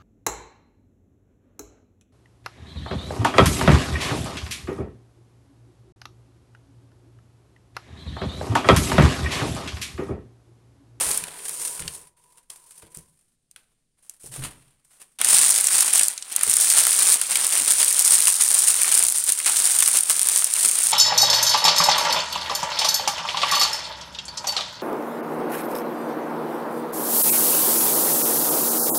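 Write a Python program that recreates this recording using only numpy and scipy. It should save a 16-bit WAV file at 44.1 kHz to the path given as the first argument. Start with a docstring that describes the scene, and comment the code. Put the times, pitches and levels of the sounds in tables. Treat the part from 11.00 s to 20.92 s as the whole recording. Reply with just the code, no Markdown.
"""Kraft packing paper is crushed into a ball on a table, after gloved hands drag it out of a cardboard box.
Crushed paper buckles in thousands of tiny clicks and louder snaps, each snap shaking a facet of the sheet.
Before that, sliding paper hisses and rings the box, and the box is scraped aside with a low rumble and soft blows.
A small room and quiet air lie behind; the close microphone rings near 9 kHz and a limiter catches the sharpest snaps."""
import sys
import numpy as np
from scipy import signal
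from scipy.fft import rfft, irfft, next_fast_len
from scipy.io import wavfile
from scipy.ndimage import uniform_filter1d, minimum_filter1d, map_coordinates

SR = 44100
rng = np.random.default_rng(int(sys.argv[2]) if len(sys.argv) > 2 else 0)


def master_out(mix):
    """Clip the mix to full scale and print it as 16-bit PCM to the path in sys.argv[1]."""
    frames = np.transpose(np.atleast_2d(mix))
    ceiling = np.clip(frames, -1, 1)
    pcm = np.round(ceiling * 32767).astype(np.int16)
    wavfile.write(sys.argv[1], SR, pcm)


N = 437472

# Steady crackle under the grip, which eases each time the hands take a new hold.
# Each row: time in seconds, crisp level in relative dB, body level in relative dB.
GRIP = [(4.187, -39, -39.5), (4.31, -15.5, -25.5), (4.6, -23.5, -34.5), (4.98, -25.5, -34),
        (5.05, -25.5, -39.5), (5.2, -49.5, -50.5), (5.3, -43, -47.5), (5.4, -38, -36.5), (5.45, -27, -36.5),
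        (5.6, -22.5, -33), (6.13, -18.5, -29.5), (6.18, -30.5, -39), (6.72, -24, -35.5), (7.17, -21, -33),
        (7.36, -26.5, -39), (7.45, -22, -35.5), (8.03, -23, -33), (8.13, -27, -43.5), (8.43, -32.5, -41.5),
        (8.49, -22.5, -33.5), (8.9, -22, -34.5), (9.04, -32.5, -42.5), (9.33, -24, -35.5),
        (9.52, -30.5, -41.5), (9.6, -24.5, -36.5), (9.92, -22.5, -33.5)]
# Whole folds caving in, each a short swell of the crackle.
# Each row: start in seconds, length in seconds, crisp level in relative dB, body level in relative dB.
FOLDS = [(4.37, .14, -34, -53), (4.725, 0.092, -22.5, -32.5), (4.935, 0.048, -19, -31),
         (5.31, 0.017, -35, -41), (5.495, 0.022, -24, -48), (5.595, 0.054, -18.5, -38),
         (5.765, 0.019, -16, -28), (6.3, 0.13, -28, -35), (6.435, 0.0083, -24, -27.5),
         (6.515, 0.075, -22, -30), (6.67, 0.048, -20, -31), (6.79, 0.021, -17.5, -30),
         (7.1, 0.046, -18.5, -32), (7.265, 0.035, -21, -39), (7.4, 0.012, -16, -30),
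         (7.668, 0.035, -19, -32.5), (7.975, 0.015, -20.5, -49), (8.14, 0.018, -26, -39),
         (8.27, 0.032, -25, -37.5), (8.455, 0.02, -24, -30), (8.635, 0.021, -23, -41),
         (8.93, 0.047, -19, -34.5), (9.09, 0.013, -16, -30), (9.15, 0.016, -25.5, -46),
         (9.35, 0.038, -22, -35), (9.545, 0.038, -27, -34.5), (9.63, 0.026, -20.5, -32)]
FOLD_ATTACK_S, FOLD_RELEASE_DB_PER_S = 0.0078, 364
CRUSH_START_S, CRUSH_END_S = GRIP[0][0], GRIP[-1][0]


def crush_levels():
    """Crisp and body dB of the squeezed paper: the grip's steady crackle plus the power of the caving folds."""
    grip = amp(curves(GRIP)) ** 2
    folds = swells(FOLDS, FOLD_ATTACK_S, FOLD_RELEASE_DB_PER_S)
    return 10 * np.log10(grip + folds)


# Colours of the crushed paper, its crisp top and its body.
# Each row: frequency in Hz, density in relative dB per Hz.
CRUSH_CRISP = [(2000, -35.5), (3500, -1.5), (5000, 2.5), (7000, 2.5), (9000, 2), (11500, -2), (15500, 1)]
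CRUSH_BODY = [(30, -34), (100, -16.5), (200, -6), (450, -3), (1000, 2.5), (3000, 4), (4500, 1.5),
              (8000, -16)]


def crushing():
    """Buckles come in small avalanches over the hiss of rubbing folds, while wide facets flip with pitched ticks."""
    crisp_db, body_db = crush_levels()
    span = (CRUSH_START_S, CRUSH_END_S)
    clicks, rings = buckles(count=20000, span=span, spread_db=5, cap=2.93)
    activity = avalanches(per_s=170, spread_db=2.0, decay_s=0.00081, steady=0.82)
    wide_folds = avalanches(per_s=49, spread_db=9.0, decay_s=0.019, steady=1.3)  # stir the body only
    crisp = coloured(clicks + 0.8 * rng.standard_normal(N), CRUSH_CRISP) * amp(crisp_db - 7.5)
    body = coloured(rings + 2.11 * rng.standard_normal(N), CRUSH_BODY) * amp(body_db - 3.5)
    bed = activity * crisp + np.hypot(activity, wide_folds) * 0.78 * body
    flips = np.zeros(N)
    for ring in facets(count=700, centre_hz=3210, spread=0.46, cycles=2.5):
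        add(flips, rng.uniform(*span), ring * amp(rng.uniform(-2.0, 0)))
    ticks = unit(flips) * amp(body_db - 9.5)
    return (bed + ticks) * (np.arange(N) >= CRUSH_START_S * SR)


# Lesser creases: rate, levels above the crackle of the moment, and random spread of those levels.
CREASE_PER_S, CREASE_CRACK_DB, CREASE_FACET_DB = 24, 10, -2
CRACK_SPREAD_DB, FACET_SPREAD_DB = 1, 7


def lesser_snaps(count=400):
    """Rows (s, crack dB, facet dB) of creases giving way by chance; their levels follow the crackle."""
    crisp_db, body_db = crush_levels()
    length_s = min(CRUSH_END_S, (N - 1) / SR) - CRUSH_START_S
    chance, scatter = rng.random(count), rng.standard_normal((count, 2))
    s = CRUSH_START_S + length_s * chance
    at = (s * SR).astype(int)
    crack_db = crisp_db[at] + CREASE_CRACK_DB + CRACK_SPREAD_DB * scatter[:, 0]
    facet_db = body_db[at] + CREASE_FACET_DB + FACET_SPREAD_DB * scatter[:, 1]
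    return list(zip(s, crack_db, facet_db))[:int(CREASE_PER_S * length_s)]


# The clearest creases snapping through.
# Each row: start in seconds, crack level in relative dB, facet level in relative dB.
SNAPS = [(0.114, -13, -25), (0.1749, -8.5, -34), (0.2387, -20, -25.5), (0.3077, -36, -43),
         (0.494, -17.5, -34), (0.8034, -21, -49), (0.8218, -25, -31), (0.8785, -22, -22),
         (1.5015, -26.5, -36.5), (1.9483, -28, -52), (1.972, -27, -55), (2.5124, -41, -54),
         (2.5615, -36, -37), (3.096, -24.5, -43), (4.188, -28, -37), (4.2143, -5, -16.5), (4.2467, 6, -18),
         (4.2864, -4, -27), (4.3457, -3, -19), (4.5042, -1, -26), (4.5616, -5, -19), (4.61, -6, -30),
         (4.6425, -5, -33), (4.671, -5, -39), (4.8066, 8, -21), (4.9349, 3, -19.5), (4.9946, 3, -15),
         (5.0322, 5.5, -17), (5.0829, -5, -43), (5.178, -25, -26), (5.2244, -29, -28), (5.326, -18, -38),
         (5.3624, -2, -39), (5.3922, -17.5, -35), (5.4106, -13, -22), (5.4332, 5, -19), (5.497, 7, -21),
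         (5.5125, -3, -22), (5.5385, -3, -37), (5.5675, -1, -37), (5.7008, 7, -17), (5.8684, -2, -17),
         (6.1274, -1, -29), (6.2145, -6, -23), (6.3561, -5, -13.5), (6.4676, -4, -37), (6.7212, -3, -35),
         (6.8287, 2, -14.5), (6.8462, -6, -40), (6.8827, -5, -29), (6.9058, -13, -37), (6.9273, -5, -38),
         (6.9922, 6, -18), (7.0492, 1, -32), (7.077, 3, -21), (7.1085, -11, -22), (7.153, -1, -14.5),
         (7.2042, -5, -30), (7.271, -3, -13.5), (7.281, 2, -16), (7.3245, -9, -41), (7.437, -2, -45),
         (7.488, -2, -38), (7.5437, 3, -18), (7.591, -1, -35), (7.7426, -7, -27), (7.8176, -2, -20),
         (7.8327, -2, -34), (7.9235, 2, -21), (7.9415, -4, -38), (7.9505, -5, -42), (7.9765, -2, -32),
         (7.9919, 5, -28), (8.0259, 1, -26), (8.0373, -1.5, -37), (8.0844, -6, -27), (8.1, -10, -43),
         (8.1232, -10, -32), (8.1838, -7, -44), (8.2395, -10, -48), (8.3215, -1, -29), (8.3896, -11, -48),
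         (8.4012, -14, -22.5), (8.4462, -14, -27), (8.4605, -8, -17.5), (8.673, -9, -28), (8.7882, 7, -21),
         (8.8045, 1.5, -20), (8.824, -5, -16), (8.8605, -6, -19), (8.8768, -1, -20), (8.885, -4, -24),
         (8.9712, -4, -20.5), (9.008, -3, -44), (9.0354, -9.5, -28.5), (9.1035, -24, -24),
         (9.194, -7, -25.5), (9.2155, -6, -34), (9.2308, -6, -42), (9.2718, -6, -28), (9.287, -3, -23),
         (9.376, -6, -35), (9.4222, -13, -22), (9.4432, 8, -25), (9.5378, -4, -33), (9.7131, -6.5, -41),
         (9.7876, -7, -41)]


def snapping(rise_s=0.000094, crack_s=0.00055, second_db=-11, shiver_s=0.0032, facet_hz=2900, size=640):
    """A crease gives way in a quick slip and a second, usually weaker one; its facet shivers in a band of its own."""
    track, t = np.zeros(N), np.arange(size) / SR
    slip = (1 - np.exp(-t / rise_s)) * np.exp(-t / crack_s)
    for s, crack_db, facet_db in [*SNAPS, *lesser_snaps()]:
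        lag_s, stiffness = rng.uniform(0.00019, 0.0022), rng.random()
        second_slip = amp(second_db + rng.normal(0, 3.5)) * np.interp(t - lag_s, t, slip)
        # a stiffer crease makes a thinner crack
        crease = signal.butter(2, [3500 + 3500 * stiffness, 15000], "band", fs=SR, output="sos")
        crack = signal.sosfilt(crease, (slip + second_slip) * rng.standard_normal(size))
        # cracks are levelled by their energy after the microphone
        add(track, s, amp(crack_db + 14.5) * crack / np.linalg.norm(capsule(crack)))

        hz = np.clip(facet_hz * np.exp(0.45 * rng.standard_normal()), 1700, 5000)
        facet = signal.butter(2, [hz / 1.71, hz * 1.61], "band", fs=SR, output="sos")
        shiver = signal.sosfilt(facet, rng.standard_normal(size) * np.exp(-t / shiver_s))
        add(track, s, amp(facet_db + 16.0) * shiver / np.linalg.norm(shiver))
    return track


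# The long pull of the paper up the box wall.
# Each row: time in seconds, crisp level in relative dB, body level in relative dB.
PULL = [(0, -21.5, -28), (0.12, -23.5, -34.5), (0.21, -31.5, -38.5), (0.29, -43.5, -46), (0.34, -41.5, -44),
        (0.48, -35, -47), (0.62, -29.5, -43), (0.73, -31, -46), (0.84, -41, -44.5), (0.95, -37, -51.5),
        (1.07, -56, -64), (1.14, -75, -86)]
# Short brushes of the loose paper as it is lifted and shifted.
# Each row: start in seconds, length in seconds, crisp level in relative dB, body level in relative dB.
BRUSHES = [(1.165, 0.025, -61, -67), (1.21, 0.14, -62.5, -71.5), (1.365, 0.017, -58, -66),
           (1.497, 0.01, -41.5, -52), (1.55, 0.1, -58, -69), (1.66, 0.14, -52, -65),
           (1.815, 0.026, -56, -57), (1.90, .02, -57, -69), (1.942, 0.016, -44, -56),
           (2.08, 0.23, -73, -82), (2.508, .012, -66, -73.5), (2.559, 0.012, -55, -57),
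           (2.97, .05, -70, -74.5), (3.022, 0.021, -55.5, -66.5), (3.092, 0.011, -50.5, -62),
           (3.195, .11, -50, -62.5), (3.23, 0.021, -43.5, -60), (3.315, 0.072, -38.5, -45.5),
           (3.418, 0.032, -38, -39), (3.84, .06, -65, -78), (3.903, 0.073, -56, -63),
           (3.995, 0.026, -49, -56)]
BRUSH_ATTACK_S, BRUSH_RELEASE_DB_PER_S = 0.0054, 272
SETTLE_DB, SETTLE_DB_PER_S = -11, 72  # after a brush the paper goes on settling


def slide_levels():
    """Crisp and body dB of the loose paper: one long pull, then brushes that settle slowly."""
    pull = amp(curves(PULL)) ** 2 * (np.arange(N) < PULL[-1][0] * SR)
    brushes = swells(BRUSHES, BRUSH_ATTACK_S, BRUSH_RELEASE_DB_PER_S)
    settling = amp(SETTLE_DB) ** 2 * swells(BRUSHES, BRUSH_ATTACK_S, SETTLE_DB_PER_S)
    return 10 * np.log10(pull + brushes + settling + 1e-20)


# Colours of the sliding paper, its crisp top and its body.
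# Each row: frequency in Hz, density in relative dB per Hz.
SLIDE_CRISP = [(2000, -26.5), (3500, -9), (5000, -2.5), (8000, -3.5), (11500, -3), (15500, -5.5)]
SLIDE_BODY = [(30, 0.5), (120, -8.5), (300, -1), (1000, 0.5), (3000, 0.5), (4500, -5), (8000, -38)]


def sliding():
    """Friction hiss that catches and slips, with a little crackle mixed in."""
    crisp_db, body_db = slide_levels()
    clicks, rings = buckles(count=2000, span=(PULL[0][0], CRUSH_START_S), spread_db=2, cap=4)
    catch_and_slip = avalanches(per_s=50, spread_db=5.5, decay_s=0.006, steady=1.0)
    crisp = coloured(rng.standard_normal(N) + 0.5 * clicks, SLIDE_CRISP) * amp(crisp_db - 10.5)
    body = coloured(rng.standard_normal(N) + 0.5 * rings, SLIDE_BODY) * amp(body_db - 4.0)
    return catch_and_slip * (crisp + body) * (np.arange(N) < CRUSH_START_S * SR)


# Paper rubbing the box wall while it is inside.
# Each row: time in seconds, level in relative dB.
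WALL_RUB = [(0, -43), (0.11, -37.5), (0.29, -50.5), (0.7, -44.5), (0.86, -50), (1.02, -53.5), (1.13, -74),
            (1.24, -65), (1.39, -64), (1.46, -86), (1.52, -63), (1.98, -61), (2.25, -95)]
# The hollow of the open box.
# Each row: resonance in Hz, width of one filter pass in Hz, level in relative dB.
HOLLOW = [(153.6, 37, -20), (434, 240, -11.5), (978, 120, -8)]
RUB_WAVER_DB, RUB_WAVER_PER_S = 3.5, 15


def box_ringing():
    """Rubbing noise rings the open box; the contact wanders, so each resonance comes and goes."""
    hollow = np.zeros(N)
    for centre, width, db in HOLLOW:
        def resonance(f):
            once = 1j * f * width / (centre ** 2 - f ** 2 + 1j * f * width)
            return once ** 2  # two passes
        waver = amp(db + RUB_WAVER_DB * wobble(RUB_WAVER_PER_S))
        hollow += waver * unit(filtered(rng.standard_normal(N), resonance))
    rub, = amp(curves(WALL_RUB))
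    return hollow * rub * (np.arange(N) < WALL_RUB[-1][0] * SR)


# The box pushed aside. Each row: time in seconds, rumble level in dB.
DRAG = [(3.23, -85), (3.245, -56), (3.37, -49), (3.39, -36), (3.46, -38.5), (3.52, -53), (3.62, -67),
        (3.85, -85)]
# Colour of its panels. Each row: frequency in Hz, density in relative dB per Hz.
BOARD = [(25, -4), (60, -13), (100, -5), (135, 9), (175, -11.5), (330, -13), (600, -23), (1500, -60)]


def dragging():
    """The empty box scrapes to rest: low noise in the colour of its rumbling panels."""
    rumble_db, = curves(DRAG)
    moving = (np.arange(N) > DRAG[0][0] * SR) & (np.arange(N) < DRAG[-1][0] * SR)
    return moving * amp(rumble_db) * coloured(rng.standard_normal(N), BOARD)


# Soft blows on the box and the table.
# Each row: start in seconds, thud level in relative dB, knock level in relative dB.
BUMPS = [(0.06, -39, -58), (0.22, -45, -53), (0.801, -38.5, -46.5), (0.845, -41, -52), (1.829, -49, -50),
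         (1.969, -45, -55.5), (3.236, -49, -48), (3.424, -40, -63), (4.199, -51, -45.5), (4.339, -43, -56),
         (4.74, -49, -64), (5.47, -43.5, -40.5), (6.605, -47, -44), (8.86, -57, -66), (9.645, -49, -43)]
# Colour of the thud. Each row: frequency in Hz, density in relative dB per Hz.
THUD = [(25, -5.5), (45, -11), (70, 6), (105, -10.5), (150, 4.5), (185, 0.5), (260, -31), (600, -51)]


def bumping(attack_s=0.0022, thud_t60=0.18, knock_t60=0.18):
    """Each soft blow gives a dull low thud and a short woody knock, both bursts of dying noise."""
    thuds, knocks, t = np.zeros(N), np.zeros(N), np.arange(SR // 2) / SR
    attack = 1 - np.exp(-t / attack_s)
    for s, thud_db, knock_db in BUMPS:
        add(thuds, s, attack * amp(thud_db + 0.5 - 60 * t / thud_t60))
        add(knocks, s, attack * amp(knock_db + 1.5 - 60 * t / knock_t60))
    thud_noise = coloured(rng.standard_normal(N), THUD)
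    wood = signal.butter(2, [230, 520], "band", fs=SR, output="sos")
    knock_noise = unit(signal.sosfilt(wood, rng.standard_normal(N)))
    return thuds * thud_noise + knocks * knock_noise


# Decay of the small room. Each row: frequency in Hz, time to fall 60 dB in seconds.
ROOM = [(150, 0.63), (500, 0.57), (3000, 0.2), (10000, 0.08)]


def room(x, size=8192):
    """The walls' answer: each frequency dies at its own speed, with fresh echo paths for every block."""
    wet = np.zeros(N)
    for start in range(0, N, size):
        hz, t, z = signal.stft(rng.standard_normal(SR // 2), SR, nperseg=256)
        decay = amp(-60 * t / along(ROOM, hz)[:, None])
        tail = signal.istft(z * decay, SR, nperseg=256)[1]
        tail = tail * (1 - np.exp(-np.arange(len(tail)) / SR / 0.0021))  # soft onset
        add(wet, start / SR, signal.fftconvolve(x[start:start + size], tail / np.linalg.norm(tail)))
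    return wet


# Colour of the room's air. Each row: frequency in Hz, density in relative dB per Hz.
AIR = [(25, 13.5), (70, -1), (150, 5), (300, -4), (1000, -21.5), (4000, -18.5), (15000, -34)]


def room_air():
    """Steady, quiet coloured noise."""
    return amp(-74.0) * coloured(rng.standard_normal(N), AIR)


def buckles(count, span, spread_db, cap):
    """Tiny buckles scattered over a span, most weak and a few strong: their clicks and their facet rings."""
    at = rng.integers(int(span[0] * SR), min(int(span[1] * SR), N), count)
    strength_db = spread_db * np.minimum(rng.exponential(size=count), cap)
    strength = amp(strength_db) * rng.choice([-1, 1], count)
    strength = unit(strength) * np.sqrt((span[1] - span[0]) * SR / count)  # clicks near rms 1 over the span
    rings = strength[:, None] * facets(count)
    where = at[:, None] + np.arange(rings.shape[1])
    clicks = np.bincount(at, strength, N)
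    return clicks, np.bincount(where.ravel(), rings.ravel(), N)[:N]


def facets(count, centre_hz=2000, spread=0.82, cycles=0.62, size=256):
    """Rows of brief rings of equal energy: each paper facet has its own pitch."""
    hz = np.clip(centre_hz * np.exp(spread * rng.standard_normal((count, 1))), 500, 7000)
    turns = hz * np.arange(size) / SR
    rings = np.cos(2 * np.pi * turns) * np.exp(-turns / cycles) * np.linspace(1, 0, size)
    rings[:, 0] /= 2  # a softer first sample leaves less bass
    return rings / np.linalg.norm(rings, axis=1, keepdims=True)


def avalanches(per_s, spread_db, decay_s, steady, size=2048):
    """Buckling activity, rms 1: its power jumps when a fold gives way and dies down in milliseconds."""
    chance, draw = rng.random(N), rng.exponential(size=N)
    starts = (chance < per_s / SR) * amp(spread_db * np.minimum(draw, 2.4)) ** 2
    decay = np.exp(-np.arange(size) / SR / decay_s)
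    power = np.abs(signal.oaconvolve(starts, decay)[:N])
    return unit(np.sqrt(steady + power / power.mean()))


def swells(rows, attack_s, release_db_per_s):
    """Crisp and body power of separate movements: each rises, holds until its length is up and dies away."""
    power, t = np.zeros((2, N)), np.arange(SR) / SR
    for s, length_s, *levels_db in rows:
        release = amp(-release_db_per_s * np.maximum(t - length_s, 0))
        shape = np.minimum(t / attack_s, 1) * release
        for track, db in zip(power, levels_db):
            add(track, s, (amp(db) * shape) ** 2)
    return power


def amp(db):
    """Decibels to gain."""
    return 10 ** (np.asarray(db) / 20)


def unit(x):
    """Scale to rms 1."""
    return x / np.sqrt(np.mean(x ** 2) + 1e-20)


def along(points, hz):
    """Read (Hz, value) points on a log frequency axis."""
    f, v = np.transpose(points)
    return np.interp(np.log(hz + 1), np.log(f + 1), v)


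def curves(rows):
    """One value per sample for each column after the time."""
    s, *cols = np.transpose(rows)
    return [np.interp(np.arange(N) / SR, s, c) for c in cols]


def wobble(rate):
    """A random curve of straight lines between rate knots a second."""
    knots = rng.standard_normal(int(N * rate / SR) + 4)
    return map_coordinates(knots, [np.arange(N) * rate / SR], order=1)


def add(track, s, sound):
    """Mix a sound into the track at s seconds."""
    start = int(np.clip(round(s * SR), 0, N - 1))
    track[start:start + len(sound)] += sound[:N - start]


def filtered(x, response):
    """Multiply the spectrum of x by a response of frequency."""
    m = next_fast_len(N + SR // 2)
    return irfft(rfft(x, m) * response(np.fft.rfftfreq(m, 1 / SR)), m)[:N]


def coloured(x, spectrum, size=4096):
    """Send x through a causal (minimum-phase) filter of the given colour, at rms 1."""
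    cepstrum = irfft(np.log(amp(along(spectrum, np.fft.rfftfreq(size, 1 / SR)))))
    cepstrum[1:size // 2] *= 2  # fold the cepstrum forward in time
    cepstrum[size // 2 + 1:] = 0
    impulse = irfft(np.exp(rfft(cepstrum)))
    return unit(signal.oaconvolve(x, impulse)[:N])


def capsule(x, hz=9150, width_hz=1250):
    """The microphone: flat in the bass, with one strong treble resonance from a pole pair."""
    r = np.exp(-np.pi * width_hz / SR)
    poles = [1, -2 * r * np.cos(2 * np.pi * hz / SR), r * r]
    return signal.lfilter([sum(poles)], poles, x)


def scene():
    """Paper and box close by, the room and its quiet air behind."""
    air = room_air()
    paper = crushing() + snapping() + sliding()
    box = box_ringing() + dragging() + bumping()
    near = paper + box
    return (near + amp(-16) * room(near) + air)[None]


TOP_HZ = 15900


def record(dry, top=0.86, size=32):
    """The capsule rings, a fast limiter holds the sharpest snaps near top, then a steep low-pass cuts the treble."""
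    x = capsule(dry[0])
    needed = top / np.maximum(np.abs(x), top)
    gain = uniform_filter1d(minimum_filter1d(needed, size), size)
    # the cut slopes over 300 Hz around TOP_HZ
    return filtered(x * gain, lambda hz: np.clip((TOP_HZ - hz) / 300 + 0.5, 0, 1))[None]


dry = scene()
out = record(dry)
master_out(out)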